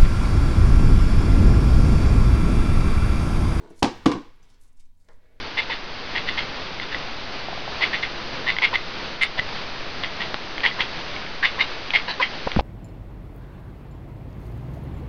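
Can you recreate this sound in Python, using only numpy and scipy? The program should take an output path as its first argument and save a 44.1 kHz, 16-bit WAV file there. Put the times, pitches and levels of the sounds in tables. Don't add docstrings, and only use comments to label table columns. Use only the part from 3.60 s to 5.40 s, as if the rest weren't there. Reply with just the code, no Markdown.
import sys
import numpy as np
from scipy import signal
from scipy.fft import rfft, irfft, next_fast_len
from scipy.io import wavfile
from scipy.ndimage import map_coordinates

SR = 44100
rng = np.random.default_rng(int(sys.argv[2]) if len(sys.argv) > 2 else 0)


def makeup_ratio(level_db):
    decades = np.asarray(level_db, float) / 20
    return 10 ** decades


def wav_record(signal):
    frames = np.transpose(np.atleast_2d(signal))
    bounded = np.clip(frames, -1, 1)
    quanta = np.round(bounded * 32767).astype(np.int16)
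    wavfile.write(sys.argv[1], SR, quanta)


N = 79380


def unit(x):
    return x / np.sqrt(np.mean(x ** 2) + 1e-20)


def along(points, hz):
    f, v = np.transpose(points)
    return np.interp(np.log(hz + 1), np.log(np.abs(f) + 1), v)


def curve(rows):
    return np.interp(np.arange(N) / SR, *np.transpose(rows))


def wobble(rate):
    return map_coordinates(rng.standard_normal(4000), [np.arange(N) * rate / SR])


def noise(spectrum):
    m = next_fast_len(N + 8192)
    colour = makeup_ratio(along(spectrum, np.fft.rfftfreq(m, 1 / SR)))
    return unit(irfft(rfft(rng.standard_normal(m)) * colour, m)[:N])


# (frequency [Hz], time to fall 60 dB [s])
ROOM_DECAY = [(60, 0.26), (250, .3), (1000, 0.37), (2000, .42), (5000, .45), (8000, .34), (11000, 0.19),
              (13500, 0.04)]
# (frequency [Hz], level [dB])
ROOM_COLOUR = [(60, -2.5), (200, 0), (400, 6), (1000, 4), (5000, 3), (7500, 2.5), (10500, 4), (13000, 0.5)]


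def room(x):
    room_db, gap_s = -6.5, 0.0036
    early_db, early_share = 6, .45
    hz, t, z = signal.stft(rng.standard_normal(SR // 2), SR, nperseg=256)
    fall_db = 60 * t / along(ROOM_DECAY, hz)[:, None]
    late, early = makeup_ratio(-fall_db), makeup_ratio(early_db - fall_db / early_share)
    z = z * makeup_ratio(along(ROOM_COLOUR, hz))[:, None] * np.hypot(late, early)
    tail = signal.istft(z, SR, nperseg=256)[1]
    gap = np.zeros(round(gap_s * SR))
    return signal.fftconvolve(x, np.r_[gap, makeup_ratio(room_db) * tail / np.linalg.norm(tail)])


# (frequency [Hz], level [dB])
CRACK_COLOUR = [(300, -22.5), (1500, 0.5), (3600, -2), (5500, -3.5), (8000, -12.5), (10500, -16.5),
                (12500, -24.5), (16000, -39)]


def knocks(contacts, modes, wet_db=0, facing=1):
    choked_t60_s, push_s = .012, .0003
    crack_t60_s, crack_rise_s = 0.01, .0004
    mode_scatter_db = 1.5
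    crack_over_thud = 5.1
    out = np.zeros(N + 2 * SR)
    t = np.arange(SR // 4) / SR
    grit = np.pad(noise(CRACK_COLOUR), (0, SR))
    click = np.fft.fftshift(irfft(makeup_ratio(along(CRACK_COLOUR, np.fft.rfftfreq(256, 1 / SR)))))
    click = np.pad(click, (0, len(t) - 256))
    hz, level, t60 = np.transpose(modes)[:, :, None]
    sign = facing ** np.arange(len(modes))[:, None]
    scatter = rng.standard_normal((len(contacts), len(modes), 1))
    for (s, thud_db, crack_db, hard_hz, free_s), chance in zip(contacts, scatter):
        i = round(s * SR)
        ring = makeup_ratio(level + mode_scatter_db * chance - 60 * t / t60) * np.sin(2 * np.pi * hz * t)
        ring = ring * sign / (1 + (hz / hard_hz) ** 2)
        choke = makeup_ratio(thud_db - 60 * np.maximum(t - free_s, 0) / choked_t60_s)
        thud = choke * ring.sum(0) * (1 - np.exp(-t / push_s))
        dull = signal.butter(2, min(crack_over_thud * hard_hz / SR * 2, .9))
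        dull_grit, dull_click = signal.lfilter(*dull, [grit[i:][:len(t)], click])
        crack = makeup_ratio(crack_db - 60 * t / crack_t60_s) * (1 - np.exp(-t / crack_rise_s)) * unit(dull_grit)
        echoed_crack = dull_click * np.linalg.norm(crack) / np.linalg.norm(dull_click)
        wet = room(makeup_ratio(wet_db) * thud + echoed_crack)
        out[i:][:len(wet)] += wet
        out[i:][:len(t)] += thud + crack
    return out[:N]


# (time [s], level [dB])
AIR_LEVEL = [(0.0, -35.5), (0.04, -52.5), (0.254, -45.5), (0.766, -41), (0.782, -49), (1.238, -45.5),
             (1.432, -47), (1.584, -36), (1.624, -53.5), (1.77, -39.5), (1.8, -70)]
# (frequency [Hz], level [dB per Hz])
AIR_COLOUR = [(1, -14.5), (5, 10), (15, 2.5), (30, -15), (60, -27.5), (120, -53), (300, -75.5)]
# (frequency [Hz], level [dB per Hz])
QUIET_COLOUR = [(35, -30), (60, 0), (207, -15), (256, -1), (330, -30), (946, -23), (1220, -38), (1510, -32),
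                (16000, -35.5)]
# (frequency [Hz], level [dB])
HUM = [(86.1, -64.5), (177.6, -77.5), (263.8, -97), (974.4, -82.5)]


def background():
    t = np.arange(N) / SR
    hum = 0
    for hz, db in HUM:
        level = makeup_ratio(db - 4.5 + 0.68 * wobble(36))
        hum = hum + level * np.sin(2 * np.pi * hz * t + 0.85 * wobble(4.2))
    room_tone = makeup_ratio(-72 + .6 * wobble(1.3)) * noise(QUIET_COLOUR)
    return room_tone + hum + makeup_ratio(curve(AIR_LEVEL)) * noise(AIR_COLOUR)


def rub(pressure, card):
    lumps = makeup_ratio(1.5 * wobble(32) + 0.95 * wobble(750))
    return makeup_ratio(curve(pressure)) * unit(lumps * noise(card))


# (time [s], level [dB])
STROKE = [(0, -55.5), (.06, -63.5), (.12, -59.5), (.2, -68), (.3, -49), (.6, -57), (.8, -61.5),
          (1.1, -72.5), (1.35, -84), (1.8, -88.5)]
# (frequency [Hz], level [dB per Hz])
CARD = [(100, -2), (250, -11), (420, -9.5), (650, -17.5), (1000, -14), (2700, -19.5), (4200, -24),
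        (10000, -43)]


def fingers():
    return rub(STROKE, CARD)


# (time [s], thud [dB], crack [dB], contact hardness [Hz], free ring [s])
GRIP = [(.0093, -40, -67.5, 913, .006), (.0232, -43.5, -61, 1807, .003), (.035, -41.5, -70.5, 1509, 0.0071),
        (.0465, -40.5, -63, 1230, 0.011), (.061, -41, -63, 1767, 0.0029), (.074, -44.5, -68, 1200, .005),
        (.083, -43, -74, 900, .006), (.1015, -45, -66.5, 700, .005), (.107, -35.5, -59, 590.5, 0.012),
        (.124, -44, -68, 450, .035), (.181, -50.5, -74, 1507, 0.0049)]
# (frequency [Hz], level [dB], time to fall 60 dB [s])
HELD_MODES = [(225, -11.5, 0.24), (335, -3, 0.12), (425, -7, 0.33), (646, -8.5, 0.087), (890, -1.5, 0.028),
              (1450, -7.5, .03)]


def grip():
    return knocks(GRIP, HELD_MODES)


# (time [s], length [s], level [dB], lowest frequency [Hz], highest frequency [Hz])
RUSTLES = [(0.054, 0.18, -71, 3600, 4530), (0.064, 0.22, -74.5, 5140, 8700),
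           (0.104, 0.019, -66.5, 6100, 11200), (0.191, 0.093, -63, 3380, 10200),
           (0.762, 0.0054, -73, 9150, 12280), (.83, .005, -60, 4500, 7000),
           (.836, .012, -76.5, 8000, 12500), (0.898, 0.21, -72, 2590, 6440),
           (.88, 0.16, -80.5, 8000, 10600), (1.035, .08, -67, 4000, 11490), (1.037, .03, -82, 10300, 11400),
           (1.084, 0.02, -70, 4947, 9860), (1.129, 0.015, -71, 4500, 10800),
           (1.175, 0.029, -71.5, 3900, 9100), (1.203, .022, -61.5, 2150, 9400),
           (1.258, 0.037, -79.5, 2530, 7940), (1.352, 0.0055, -74.5, 2700, 4500),
           (1.43, 0.18, -80, 3917, 10000), (1.527, 0.038, -73.5, 3000, 9000),
           (1.563, 0.0057, -74, 7460, 11500)]


def ribbon():
    t = np.arange(N) / SR
    grain = unit(makeup_ratio(3 * wobble(400) + 2.5 * wobble(70)) * rng.standard_normal(N))
    out = np.zeros(N)
    for s, length, db, low_hz, high_hz in RUSTLES:
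        band = signal.butter(3, [low_hz / SR * 2, high_hz / SR * 2], "band")
        swell = np.exp(-2 * ((t - s) / (.5 * length)) ** 2)
        out += makeup_ratio(db) * swell * unit(signal.lfilter(*band, grain))
    return out


# (time [s], thud [dB], crack [dB], contact hardness [Hz], free ring [s])
EDGE = [(.2242, -17.5, -34.5, 1494, .004), (.227, -10.5, -14.5, 1421, .004),
        (.2284, -18.5, -15.5, 2000, .003), (.2293, -11.5, -12.5, 2007, .006),
        (.2312, -16.5, -22.5, 1500, .004), (.2365, -16.5, -23, 787.6, .008),
        (.2415, -18.5, -23, 1500, .005), (.2452, -17.5, -17.5, 900, .004), (.248, -16, -27.5, 810.4, .012),
        (.2555, -26, -30, 1200, .008), (.2625, -28.5, -27.5, 900, 0.015), (.273, -23, -31.5, 600, .012)]
# (frequency [Hz], level [dB], time to fall 60 dB [s])
LID_MODES = [(55.6, -22.5, 0.39), (136, -21.5, 0.1), (257, -5, 0.078), (328, -4, 0.083), (440, -2.5, 0.014),
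             (512, -3, 0.012), (700, -5, .02), (805, -2, 0.018), (872, -2.5, 0.014), (1020, -13.5, .012),
             (1550, -15, 0.03), (1920, -12.5, 0.01), (2733, -11.5, .012), (3597, -13.5, .025)]


def edge():
    return knocks(EDGE, LID_MODES)


# (time [s], thud [dB], crack [dB], contact hardness [Hz], free ring [s])
BASE = [
    (.4578, -20.5, -25, 2120, 0.0014),
    (.4627, -5, -16, 604, 0.017),
    (.4648, -39, -17, 1630, 0.015),
    (.4872, -14, -45, 398, 0.049),
    (.5207, -23, -22, 700, 0.007),
    (.539, -26, -36.5, 700, 0.0051),
    (.5535, -17.5, -35.5, 452, 0.0029),
    (.568, -25, -52, 475, 0.002),
    (.618, -57, -50, 2000, 0.011),
]
# (frequency [Hz], level [dB], time to fall 60 dB [s])
TABLE_MODES = [(70, -22, .2), (195, -15, 0.05), (289, 3, 0.11), (385, -8, 0.04), (476, -7, 0.04),
               (675, -5, 0.025), (841, -9, 0.02), (1068, -2, 0.03), (1380, -9, .015), (1530, -9, .015),
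               (1970, -6, 0.015), (2700, -10, .012), (3650, -8, .012)]


def base():
    return knocks(BASE, TABLE_MODES)


# (time [s], thud [dB], crack [dB], contact hardness [Hz], free ring [s])
CORNER = [
    (.4596, -9, -21.5, 2130, 0.0013),
    (.4612, -11, -25.5, 1510, 0.0071),
    (.5165, -17, -25.5, 1780, .004),
    (.5215, -25, -27.5, 1370, 0.0039),
]
# (frequency [Hz], level [dB], time to fall 60 dB [s])
PANEL_MODES = [(385, -8, .04), (1070, 0, .025), (1380, -8, .015), (1970, -3, .015), (2900, 1, .007),
               (3650, 5, .008), (4500, 0, .007)]


def corner():
    return knocks(CORNER, PANEL_MODES)


# (time [s], pressure [dB])
SLIDE = [(0, -110), (1.33, -95.5), (1.4, -75), (1.47, -70), (1.55, -70), (1.65, -62.5), (1.72, -64.5),
         (1.8, -61)]
# (frequency [Hz], level [dB per Hz])
SIDE_CARD = [(100, 0), (250, -7), (550, -6.5), (950, -19.5), (2000, -14), (2800, -23), (4200, -24.5),
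             (9000, -43.5)]


def palm():
    return rub(SLIDE, SIDE_CARD)


# (time [s], thud [dB], crack [dB], contact hardness [Hz], free ring [s])
TAP = [
    (1.4866, -43, -48, 2000, 0.003),
    (1.4895, -52, -58, 1800, .003),
    (1.504, -58, -66, 1400, .006),
    (1.515, -60, -68, 1400, .006),
    (1.535, -64, -72, 1500, .006),
]
# (frequency [Hz], level [dB], time to fall 60 dB [s])
WALL_MODES = [(530, 0, .012), (680, -2, .008), (870, -1, .008), (1090, 0, .008), (1250, -1, .008),
              (1400, 0, .008), (1690, -2, .008), (1950, -4, .008), (2200, -7, .008)]


def tap():
    return knocks(TAP, WALL_MODES, wet_db=11.5, facing=-1)


def scene():
    hits = grip() + edge() + base() + corner() + tap()
    hits = signal.lfilter(*signal.butter(2, 65 / SR * 2, "high"), hits)
    rubs = fingers() + ribbon() + palm()
    return (hits + rubs + room(rubs)[:N] + background())[None]


def low_pass(x):
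    return signal.sosfilt(signal.butter(12, 16480, fs=SR, output="sos"), x)


def record(dry):
    return low_pass(dry)


dry = scene()
out = record(dry)
wav_record(out)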